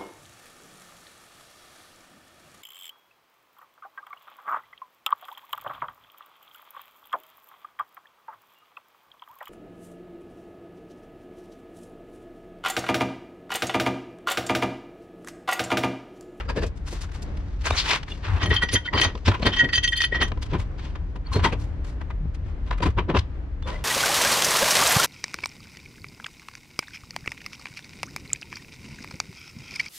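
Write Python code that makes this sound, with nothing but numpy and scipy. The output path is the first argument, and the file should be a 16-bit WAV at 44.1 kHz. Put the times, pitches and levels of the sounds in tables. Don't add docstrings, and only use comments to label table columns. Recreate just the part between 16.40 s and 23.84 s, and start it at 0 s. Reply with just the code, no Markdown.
import sys
import numpy as np
from scipy import signal
from scipy.fft import rfft, irfft, next_fast_len
from scipy.io import wavfile
from scipy.ndimage import uniform_filter1d

SR = 44100
rng = np.random.default_rng(int(sys.argv[2]) if len(sys.argv) > 2 else 0)


def attenuation_scalar(level_db):
    decades = np.asarray(level_db, float) / 20
    return 10 ** decades


def wrap_up_sound(samples):
    columns = np.atleast_2d(samples).T
    tamed = np.clip(columns, -1, 1)
    steps = np.round(tamed * 32767).astype(np.int16)
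    wavfile.write(sys.argv[1], SR, steps)


N = 328102
T = np.arange(N) / SR
SIZE = next_fast_len(N)
HZ = np.maximum(np.fft.rfftfreq(SIZE, 1 / SR), 1)
SIDES = np.array([[1], [-1]])


def window(start_s, end_s):
    return slice(max(int(start_s * SR), 0), int(end_s * SR))


def shaped(x, colour, lo_hz, hi_hz):
    hz, db = np.transpose(colour)
    tilt = attenuation_scalar(np.interp(np.log(HZ), np.log(hz), db))
    gain = tilt / np.sqrt((1 + (lo_hz / HZ) ** 6) * (1 + (HZ / hi_hz) ** 6))
    y = irfft(rfft(x, SIZE) * gain, SIZE)[..., :N]
    return y / y.std()


def pair(alike_hz, share=1.0):
    mid, side = rng.standard_normal((2, N))
    return mid + share * SIDES * signal.lfilter(*signal.butter(1, alike_hz, "high", fs=SR), side)


def flicker(rate_hz, db):
    hold = int(SR / rate_hz)
    steps = np.repeat(rng.standard_normal(N // hold + 1), hold)
    return attenuation_scalar(db * uniform_filter1d(steps, hold)[:N])


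def bursts(s, size, ms, rise=0.43, fall=0.34, tail=0.61):
    out = np.zeros(N, np.asarray(size).dtype)
    for t0, a, w in zip(s, size, ms):
        near = window(t0 - .15, t0 + .3)
        u = (T[near] - t0) * 1000 / w
        decay = (1 - tail) * np.exp(-(u / fall) ** 2) + tail * np.exp(-u / 0.37)
        out[near] += a * np.where(u < 0, np.exp(-(u / rise) ** 2), decay)
    return out


def loudness(s, db, ms):
    return np.sqrt(bursts(s, attenuation_scalar(db) ** 2, ms))


def grit():
    size = attenuation_scalar(np.minimum(1.7 * rng.exponential(size=N // 16 + 1), 7.5))
    return pair(alike_hz=500, share=.55) * np.repeat(size, 16)[:N] * flicker(150, db=2)


def rung(x, modes):
    return sum(attenuation_scalar(db) * signal.lfilter(*signal.iirpeak(hz, hz / width_hz, fs=SR), x)
               for hz, width_hz, db in modes)


def ticks(s, db, ms):
    x = np.zeros(N)
    np.add.at(x, (s * SR).astype(int), attenuation_scalar(db + 14 - 1.5 * ms))
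    return signal.lfilter(*signal.butter(2, [350, 3500], "band", fs=SR), x)


def chimes(s, body, high, ms, count=8, from_hz=600, span=10):
    chance = rng.random((len(s), count, 3))
    out = np.zeros((2, N))
    for t0, low_db, high_db, w, rows in zip(s, body, body + high, np.minimum(ms, 16), chance):
        near = window(t0 - .05, t0 + .12)
        u = (T[near] - t0) * 1000 / w
        swell = np.where(u < 0, np.exp(-(u / 0.21) ** 2), np.exp(-u / .5))
        for place, share, turn in rows:
            hz = from_hz * span ** place
            size = attenuation_scalar((low_db if hz < 2800 else high_db) - 3 - 10 * share)
            phase = 2 * np.pi * (hz * T[near] + turn) + SIDES * 2 * (turn - .5)
            out[:, near] += size * swell * np.sin(phase)
    return out


# (frequency [Hz], density [dB per Hz])
YARD_COLOUR = [(120, -1.5), (221, -19), (288, -12), (345, -19), (844, -29), (1870, -35.5), (6310, -59),
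               (15400, -76)]
YARD_DB = -40.5


def yard():
    air = shaped(pair(alike_hz=900, share=1.0), YARD_COLOUR, 160, 9500)
    return attenuation_scalar(YARD_DB) * flicker(5.1, db=2.5) * air


# (time [s], level [dB], edge [dB above level], thud [dB], length [ms])
BLOWS = [(0.1, -26, -18.5, -30.5, 15.2), (0.18, -33, -13.5, -22.5, 31.6), (0.235, -31.5, -13, -23, 24),
         (1.269, -22, -12.5, -37, 31.6), (1.308, -20, -12.5, -31, 8.8), (3.002, -43, -14, -28, 15),
         (3.92, -25, -57, -22.5, 3.7), (3.976, -32.5, -50, -34, 4.4), (4.144, -29, -31, -20.5, 30),
         (4.763, -37.5, -19, -33.5, 11), (4.966, -30, -13, -17.5, 23), (5.054, -17.5, -19.5, -17.5, 29),
         (5.131, -26.5, -17.5, -18, 13), (6.312, -20, -28, -38, 5.9), (6.406, -28, -33.5, -22, 5.1),
         (6.436, -24.5, -16.5, -25, 19.8), (6.464, -24, -20, -18, 20), (6.59, -22.5, -67, -19.5, 20.6),
         (6.702, -25, -60, -17.5, 21), (6.753, -21, -37, -13, 13.3), (7.288, -29.5, -16.5, -35, 33)]
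# (time [s], level [dB], length [ms])
LOOSE_THUDS = [(0.533, -26, 15), (1.72, -32, 19), (2.067, -22.5, 57), (2.117, -18, 18), (2.24, -23, 15),
               (2.347, -19, 21), (2.558, -22, 42), (2.64, -25, 90), (2.756, -27.5, 13), (2.889, -13, 20.7),
               (3.03, -6.5, 3.5), (3.07, -14.5, 34.6), (3.246, -19.5, 29), (3.727, -18.5, 7.1),
               (3.764, -29, 36), (3.829, -23.5, 46)]
THUD_LAG_S, THUD_MS, THUD_STRETCH = 0.0022, 7.3, 0.98


def thuds():
    after_blows = [(s + THUD_LAG_S, db, THUD_MS + THUD_STRETCH * ms) for s, _, _, db, ms in BLOWS]
    return np.transpose(after_blows + LOOSE_THUDS)


# (time [s], level [dB])
RUMBLE_SWELL = [
    (1.3, 1.2),
    (1.9, -2.5),
    (3.4, -2),
    (4.6, 1.5),
]
RUMBLE_DB = -26.5
# (time [s], level [dB], length [ms])
THUMPS = [(0.27, -27, 15), (1.32, -22, 20), (1.936, -16, 90), (2.04, -17, 20), (2.12, -14.5, 56),
          (2.351, -14, 23), (2.561, -16.5, 33), (2.669, -17, 22), (2.896, -14.5, 39), (3.08, -15, 30),
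          (3.39, -24, 16), (3.83, -18.5, 29), (4.018, -33, 400), (4.11, -18, 60), (4.19, -22.5, 33),
          (4.49, -31, 24), (4.981, -15.5, 95), (5.207, -23.5, 103), (6.06, -30.5, 20), (6.48, -14.5, 49),
          (6.61, -26.5, 260), (6.79, -14.5, 28)]
# (time [s], level [dB])
RUBBING = [
    (0.0, -87),
    (0.85, -55.5),
    (2.28, -58),
    (2.73, -55),
    (3.36, -52.5),
    (4.5, -67),
    (7.44, -72.5),
]


def handling(rough):
    noise = pair(alike_hz=40, share=.22)
    rumble = shaped(noise, [(15, -18.5), (40, 4.0), (70, 0.5), (110, -12.0)], 6.6, 135.0)
    jolt = shaped(noise, [(50, 1.0), (95, 12.5), (140, -15.5)], 66, 150)
    thud = shaped(pair(alike_hz=100, share=0.12), [(140, 0.67), (280, -1.1), (600, 0.46)], 77, 414)
    rub = shaped(rough, [(500, 2.5), (3000, -3.0), (6000, -6.5), (12000, -36.5)], 330, 15000)
    out = attenuation_scalar(RUMBLE_DB + np.interp(T, *np.transpose(RUMBLE_SWELL))) * flicker(2.3, db=1.5) * rumble
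    out += loudness(*np.transpose(THUMPS)) * jolt
    out += loudness(*thuds()) * thud
    return out + attenuation_scalar(np.interp(T, *np.transpose(RUBBING))) * flicker(25, db=2.5) * rub


# (time [s], level [dB], length [ms])
TAPS = [(.008, -30, 35), (.693, -47, 15), (1.682, -36, 12), (1.885, -26.5, 7.7), (1.904, -32, 42),
        (1.972, -31, 120), (2.778, -32.5, 2.6), (2.92, -23, 13), (2.949, -24.5, 21.3), (4.558, -32.5, 9.7),
        (4.896, -46.5, 80), (5.003, -31.5, 34), (5.074, -20.5, 4.7), (5.616, -35, 12), (5.709, -32, 10.7),
        (6.331, -33, 19)]
TAP_EDGE_DB = -27
# (time [s], level [dB], edge [dB above level], length [ms])
SCRAPES = [(.27, -54.5, 13.5, 12), (1.219, -50.5, -6.5, 22), (1.466, -30, -12.5, 52),
           (1.498, -26, -8.5, 36), (1.515, -23.5, -20.5, 25), (1.537, -21.5, -20, 28),
           (1.633, -31.5, -25, 5.6), (1.72, -46, -8.5, 68), (1.855, -29, -61, 36), (2.755, -31.5, -42, 4.4),
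           (2.883, -21, -24, 17.4), (3.033, -31, -31, 24), (4.029, -42, 0, 17), (4.117, -45.5, -23, 42),
           (4.134, -40, -40, 4.5), (4.395, -43.5, -20.5, 22), (4.459, -46.5, -18, 66),
           (6.771, -25, -42, 16), (7.227, -44.5, -36, 6.6)]
# (time [s], level [dB], edge [dB above level], length [ms])
BRUSHES = [(.378, -56.5, -0.5, 30), (.48, -40.5, -1.5, 24), (.526, -54.5, 13, 54), (.556, -43.5, -8, 120),
           (.622, -42, 6, 20), (.646, -42.5, -10, 27), (.721, -43, -5.5, 8.1), (.756, -43, -6, 38),
           (.829, -51.5, 13.5, 13), (.974, -38.5, -14, 7.4), (1.341, -30.5, -13, 130),
           (1.56, -26.5, -11.5, 15), (1.943, -39, -16, 36), (3.884, -40, -4.5, 9.9), (4.065, -41, -10, 11),
           (4.204, -37.5, -8.5, 25), (4.937, -32, -4, 22.5), (5.22, -52.5, 1.5, 55),
           (5.45, -43.5, -6.5, 10), (5.485, -50, -2.5, 50), (5.95, -45.5, -7, 13), (6.09, -48.5, -18, 57),
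           (6.284, -44.5, -15.5, 33), (6.384, -37, -14, 9.2), (6.507, -47, -9.5, 11),
           (7.34, -40.5, -13, 110)]
# (time [s], level [dB], edge [dB above level], length [ms])
RASPS = [
    (1.393, -36.5, -4, 33),
    (2.337, -40, -6, 30),
    (2.865, -35.5, -24.5, 17),
    (6.793, -45, 1.5, 11),
]
GRIT = {"blow": (0.5, 0.93), "scrape": (0.83, 0.18), "rasp": (14.7, 0.33), "brush": (-11, 0.28),
        "tap": (-4.5, 0.92)}


def contacts():
    taps = [(s, db, TAP_EDGE_DB, ms) for s, db, ms in TAPS]
    blows = [(s, db, edge, ms) for s, db, edge, _, ms in BLOWS]
    kinds = {"blow": blows, "scrape": SCRAPES, "rasp": RASPS, "brush": BRUSHES, "tap": taps}
    rows = []
    for kind, events in kinds.items():
        base_db, slope = GRIT[kind]
        rows += [(s, db, base_db + slope * edge, edge, ms) for s, db, edge, ms in events]
    return np.transpose(rows)


# (frequency [Hz], density [dB per Hz])
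CONTACT_COLOUR = [(275, 5.5), (667, -17.5), (915, -10), (1370, -12.5), (4450, -24.5), (9920, -40),
                  (15400, -57)]
# (frequency [Hz], width [Hz], level [dB])
UNION_MODES = [(468, 36, 13), (960, 77, -8), (1644, 65, -1.5), (2530, 96, -12), (4770, 110, -15)]
# (frequency [Hz], width [Hz], level [dB])
PIPE_MODES = [(955, 29, 3), (1000, 48, 16.5), (2370, 24, 3), (3160, 98, -1), (1520, 37, -7),
              (1730, 60, -24), (2000, 19, -6), (2850, 35, 2.5), (3400, 200, -12.5), (3800, 150, -6.5) ]
HELD_S = 5.3, 6.2


def knocks(rough):
    s, body, high, fizz, ms = contacts()
    mid = loudness(s, body, ms) * shaped(rough, CONTACT_COLOUR, 600, 2800)
    top = loudness(s, body + high, ms) * shaped(rough, CONTACT_COLOUR, 2800, 6000)
    air = loudness(s, body + fizz, ms) * shaped(rough, CONTACT_COLOUR, 6000, 16000)
    blow = shaped(rough, [(100, 0), (9000, 0)], 300, 6000) * loudness(s, body, ms)
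    on_union = (T > .05) * (T < .3)
    on_pipe = (T > 2.7) * ((T < HELD_S[0]) | (T > HELD_S[1]))
    ring = attenuation_scalar(16.5) * rung(blow * on_union, UNION_MODES)
    ring += attenuation_scalar(-2.5) * rung(blow * on_pipe, PIPE_MODES)
    noise = attenuation_scalar(-0.5) * mid + attenuation_scalar(2.5) * top + air
    return noise + ring + ticks(s, body, ms) + chimes(s, body, high, ms)


# (time [s], level [dB], pitch [Hz], width [Hz], length [ms])
PATCHES = [(0.089, -32, 1280, 200, 11), (0.098, -41, 4770, 150, 22), (.175, -25, 457, 80, 15),
           (0.234, -23.5, 440, 80, 17), (1.258, -33.5, 1510, 300, 14), (1.263, -29, 6700, 900, 9.1),
           (1.367, -29, 5840, 900, 17), (1.39, -18, 4390, 900, 32), (1.404, -26, 3700, 800, 37),
           (1.466, -32.5, 3148, 400, 8), (1.514, -20, 2520, 900, 29), (1.554, -27, 2260, 1000, 20),
           (2.55, -20.5, 1000, 149, 28), (5.07, -31, 3200, 250, 25), (5.13, -29.5, 2530, 400, 15),
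           (6.465, -33, 2630, 500, 15), (6.591, -30, 2740, 596, 15), (7.27, -40, 1040, 200, 25),
           (7.32, -35.5, 533, 150, 93), (7.335, -52, 2850, 120, 45)]


def patches(rough):
    out = np.zeros((2, N))
    for s, db, hz, width_hz, ms in PATCHES:
        near = window(s - .08, s + .12)
        tone = rung(rung(rough[:, near], [(hz, width_hz, 0)]), [(hz, 2 * width_hz, 0)])
        power = uniform_filter1d(np.mean(tone ** 2, axis=0), size=SR // 70)
        out[:, near] += loudness([s], [db], [ms])[near] * tone / np.sqrt(power + 1e-12)
    return out


# (time [s], peak [dB], pitch [Hz], t60 [ms])
PINGS = [(.103, -35.5, 1640, 33), (0.175, -27, 2700, 35), (.18, -26.5, 1740, 77), (1.32, -22, 3720, 71),
         (2.059, -19, 3200, 25), (2.163, -8.5, 3133, 97), (2.221, -17.5, 1467, 79), (2.317, -24, 1900, 20),
         (2.455, -28, 1450, 84), (2.568, -27, 4210, 80), (2.862, -22, 5265, 28), (2.883, -22, 4215, 50),
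         (3.029, -17.5, 4230, 30), (3.185, -30, 6400, 78), (3.192, -11, 3138, 100),
         (3.522, -17.5, 1895, 93), (3.557, -24, 4250, 120), (3.745, -20.5, 1900, 94),
         (3.826, -12, 1890, 72), (4.917, -24, 1060, 51), (4.968, -35, 4280, 130), (5.056, -13, 910, 130),
         (6.424, -30, 4780, 110), (7.258, -26.5, 510, 40), (7.284, -38, 2600, 55), (.098, -22, 950, 38),
         (6.426, -13, 960, 64), (6.581, -14, 976, 53), (5.05, -17, 1960, 100), (5.042, -21.5, 3190, 70),
         (6.312, -28, 1900, 23), (6.747, -21, 2710, 35), (6.765, -17, 2630, 38), (6.764, -15, 984, 54)]
PING_RISE_MS, PING_SPLIT, PING_TWIN_DB = 2.2, .012, -3.5


def pings():
    out = np.zeros((2, N))
    for s, db, hz, t60_ms in PINGS:
        near = window(s, s + .15)
        u = T[near] - s
        swell = (1 - np.exp(-u * 1000 / PING_RISE_MS)) * attenuation_scalar(db - 60000 * u / t60_ms)
        turn = 2 * np.pi * hz * u + SIDES * hz / 5000
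        out[:, near] += swell * (np.sin(turn) + attenuation_scalar(PING_TWIN_DB) * np.sin(turn * (1 + PING_SPLIT)))
    return out


# (time [s], pitch [Hz], level [dB], length [ms])
SQUEAKS = [
    (.235, 4640, -45, 47),
    (1.72, 3450, -38, 24),
    (1.72, 2810, -35, 17),
    (2.858, 4880, -38, 22),
    (4.871, 4450, -48, 27),
    (4.952, 4205, -32, 32),
    (5.831, 153.5, -30.5, 77),
    (7.248, 3540, -45, 30),
    (7.325, 1884, -39, 24),
    (7.355, 2020, -46, 60),
]


def squeaks():
    drift = np.cumsum(np.log(flicker(200, db=.04))) / SR
    tones = sum(bursts([s], [attenuation_scalar(db)], [ms]) * np.sin(2 * np.pi * hz * (T + drift))
                for s, hz, db, ms in SQUEAKS)
    return np.sqrt(2) * tones * flicker(150, db=7.0)


# (time [s], peak [dB], pitch [Hz])
STRIKES = [(1.3096, -2, 830), (2.166, -21, 3100), (2.882, -16, 900), (2.919, -14, 900), (3.03, -11, 2520),
           (3.192, -11, 3000), (3.236, -19, 710), (3.334, -7, 2810), (3.607, -12, 3020), (3.639, -15, 2800),
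           (3.827, -5, 1400), (2.582, -13, 3000), (1.393, -15, 4500), (5.047, -13, 1180),
           (6.315, -10, 1100), (6.705, -11, 706), (6.749, -9, 1000), (6.769, -7, 1000)]


def strikes():
    out = np.zeros(N)
    for s, db, hz in STRIKES:
        near = window(s - .004, s + .004)
        u = (T[near] - s) * hz
        out[near] += attenuation_scalar(db) * np.exp(-(u / .45) ** 2) * np.cos(2 * np.pi * u)
    return out


# (frequency [Hz], level [dB above its leading level], t60 [s])
WRENCH_MODES = [(947, -22, .12), (1460, -20, .07), (1905, 1, .05), (2600, -14, .04), (3140, 4, .042),
                (3520, -12, .03), (4240, -15, .06), (4585, -15, .07), (4764, -11, .08), (5930, 1, .12),
                (6242, 1.5, .09), (9775, -8.5, .018), (12600, -26.5, .03), (14250, -39, .03)]
LOW_LEADERS, LEADERS = (2, 4), (2, 4, 8, 11)
WRENCH_PAN_DB, WRENCH_SPREAD = -1.15, 0.69


def wrench_ring(s, ms, up_s, up_ms, low, high, upper, fizz, top):
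    out = np.zeros((2, N))
    chance = rng.random((len(s), len(WRENCH_MODES), 2))
    span = window(1.9, 4.2)
    waver = np.cumsum(np.log(flicker(40, db=.035))) / SR
    leads = [(2500, low), (4000, high), (5500, upper), (8000, fizz), (SR, top)]
    for k, (hz, db, t60) in enumerate(WRENCH_MODES):
        main = k in LOW_LEADERS
        lead = next(level for below_hz, level in leads if hz < below_hz)
        at, long = (s, ms) if hz < 4000 else (up_s + .003, up_ms)
        scatter_db = 0 if k in LEADERS else 9 * (chance[:, k, 0] - .5)
        phase = np.exp((.5j if main else 2j) * np.pi * chance[:, k, 1])
        size = attenuation_scalar(lead + db + scatter_db + 1.0) * phase
        bounce = np.repeat(rng.standard_normal((N // 60 + 1, 2)) @ [1, 1j], 60)[:N]
        settling = attenuation_scalar(-5.0) * bursts(at + 0.011, size, 2.95 * long) * bounce * flicker(120, db=3.0)
        roughness = 1.2 if main else 1 + hz / 2000
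        push = bursts(at + .002, size, 1.1 * long, rise=.7) * (1 + roughness * bounce) + settling
        keep = np.exp(-np.log(1000) / (t60 * SR))
        swing = signal.lfilter([1 - keep], [1, -keep], push[span])
        apart = signal.lfilter([1 - keep], [1, -keep], (np.abs(push) * bounce[::-1])[span])
        swing = swing + WRENCH_SPREAD * SIDES * apart / 2
        turn = -SIDES * .3 * rng.random()
        tone = np.imag(swing * np.exp(1j * (2 * np.pi * hz * (T + waver)[span] + turn)))
        out[:, span] += attenuation_scalar(WRENCH_PAN_DB * SIDES) * tone
    return out


# (time [s], contact noise [dB], low ring [dB], high ring [dB], length
# [ms])
RATTLES = [(2.032, -26.5, -27.5, -32, 34), (2.06, -28.5, -20, -29, 4.6), (2.11, -41, -9.5, -26.5, 13),
           (2.142, -27.5, -35, -29, 45), (2.164, -33, -14, -15.5, 5), (2.232, -27.5, -14.5, -26.5, 19.3),
           (2.29, -32, -20, -21.5, 5.3), (2.357, -26, -8, -17, 9.1), (2.462, -41, -59, -32.5, 18.4),
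           (2.476, -59.5, -11, -46.5, 3), (2.539, -25, -20.5, -48.5, 13), (2.56, -39, -23, -33, 15),
           (2.585, -26.5, -24.5, -24.5, 26), (2.599, -14.5, -45, -40, 3.2), (2.616, -20.5, -9.5, -6, 3),
           (2.637, -25.5, -41.5, -21, 7.9), (2.65, -22.5, -23.5, -30, 33.6),
           (3.069, -18.5, -23.5, -22, 23), (3.137, -32.5, -26.5, -23.5, 18), (3.17, -32, -23.5, -28, 12),
          (3.193, -45, -37, -24.5, 28), (3.204, -72.5, -10, -34, 18), (3.244, -51, -13, -25.5, 6.1),
          (3.29, -47, -11, -29, 3.7), (3.336, -39, -15, -19.5, 13), (3.354, -54, -18, -14, 6.6),
          (3.379, -28.5, -17.5, -15.5, 7.5), (3.443, -63.5, -17, -18, 15.7), (3.478, -59, -19, -13, 4),
          (3.529, -61, -11, -21.5, 7.1), (3.579, -72, -27.5, -26, 27), (3.605, -56, -10.5, -16, 5.4),
          (3.619, -49, -20, -5.5, 2.1), (3.641, -36, -12.5, -15, 9.3), (3.724, -70, -17.5, -37.5, 8.4),
          (3.758, -29.5, -20, -36.5, 29), (3.823, -22.5, -19.5, -22, 23)]
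# (time [s], 10 kHz ring [dB], 4.7 kHz ring [dB], 6 kHz ring [dB])
SHEEN = [(2.033, -73, -47, -42.5), (2.06, -52.5, -48, -52.5), (2.096, -57, -61, -46),
         (2.143, -48, -46.5, -50.5), (2.164, -54.5, -39, -56.5), (2.227, -43, -33.5, -41.5),
         (2.286, -78, -45, -55.5), (2.326, -35, -52, -45.5), (2.339, -33.5, -33.5, -29.5),
         (2.464, -82, -56, -58.5), (2.544, -63, -35.5, -59), (2.559, -67, -41.5, -63),
         (2.582, -61, -31, -62), (2.602, -50, -42.5, -48.5), (2.616, -41.5, -33.5, -27.5),
         (2.636, -44, -29.5, -33), (2.645, -55.5, -37, -39), (3.064, -41, -34.5, -40.5),
         (3.137, -79, -65, -62), (3.164, -71.5, -44, -50), (3.193, -78.5, -39.5, -42.5),
         (3.206, -69, -52, -47.5), (3.246, -58.5, -48.5, -51), (3.291, -85, -46.5, -62),
         (3.335, -55, -29, -37.5), (3.354, -44.5, -31.5, -35), (3.377, -53, -45, -47),
         (3.439, -47.5, -28, -34.5), (3.481, -47.5, -48.5, -41.5), (3.521, -58.5, -41, -42.5),
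         (3.571, -40.5, -35.5, -40), (3.608, -48.5, -37, -37), (3.622, -44.5, -40.5, -47),
         (3.643, -43.5, -34, -45), (3.723, -77, -67, -60), (3.754, -69.5, -71, -70),
         (3.827, -42.5, -47, -38)]
SHEEN_GAIN_DB = (6, 15, 0.5)
SHEEN_MS = 11
# (frequency [Hz], width [Hz], level [dB])
NUT_MODES = [(7800, 50, 4.5), (7930, 50, 8), (8160, 68, 5.5), (8540, 50, 7)]


def clinks(rough):
    s, noise, low, high, ms = np.transpose(RATTLES)
    up_s, *sheen = np.transpose(SHEEN)
    up_ms = np.full(len(SHEEN), SHEEN_MS)
    top, upper, fizz = (db + gain_db for db, gain_db in zip(sheen, SHEEN_GAIN_DB))
    fizz_swell = loudness(up_s, fizz, up_ms)
    out = attenuation_scalar(3) * loudness(s, noise, ms) * shaped(rough, CONTACT_COLOUR, 700, 5000)
    out += attenuation_scalar(-5.5) * fizz_swell * shaped(rough, CONTACT_COLOUR, 10000, 12000)
    out += attenuation_scalar(-24.0) * loudness(up_s, top, up_ms) * shaped(rough, CONTACT_COLOUR, 8500, 15000)
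    out += rung(fizz_swell * rough / rough.std(), NUT_MODES)
    out += attenuation_scalar(-6) * loudness(s, high, ms) * shaped(rough, CONTACT_COLOUR, 4200, 3200)
    out += ticks(s - .004, noise + 4, ms) + chimes(s, noise, 3 + 0 * noise, ms)
    minor = chimes(s + 0.0043, low, high - low, 2.3 * ms, count=12, from_hz=1500, span=4.2)
    out += attenuation_scalar(-13.5) * minor
    return out + wrench_ring(s, ms, up_s, up_ms, low, high, upper, fizz, top)


def scene():
    rough = grit()
    steel = knocks(rough) + patches(np.roll(rough, 2 * SR, axis=1)) + pings()
    steel = steel + squeaks() + strikes() + clinks(rough[:, ::-1])
    tail = rng.standard_normal((2, SR // 5)) * attenuation_scalar(-60 * T[:SR // 5] / 0.21)
    dulled = signal.lfilter(*signal.butter(1, 3000, fs=SR), steel)
    wet = signal.fftconvolve(dulled, tail, axes=1)[:, :N]
    return steel + attenuation_scalar(-40.5) * wet + handling(np.roll(rough, SR, axis=1)) + yard()


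def top_cut(x):
    return signal.sosfilt(signal.butter(12, 15590, fs=SR, output="sos"), x)


def record(dry):
    left = attenuation_scalar(-3.5) * np.pad(dry[0], (2, 0))[:N]
    right = attenuation_scalar(-5.5) * dry[1]
    return top_cut(np.array([left, right]))


dry = scene()
out = record(dry)
wrap_up_sound(out)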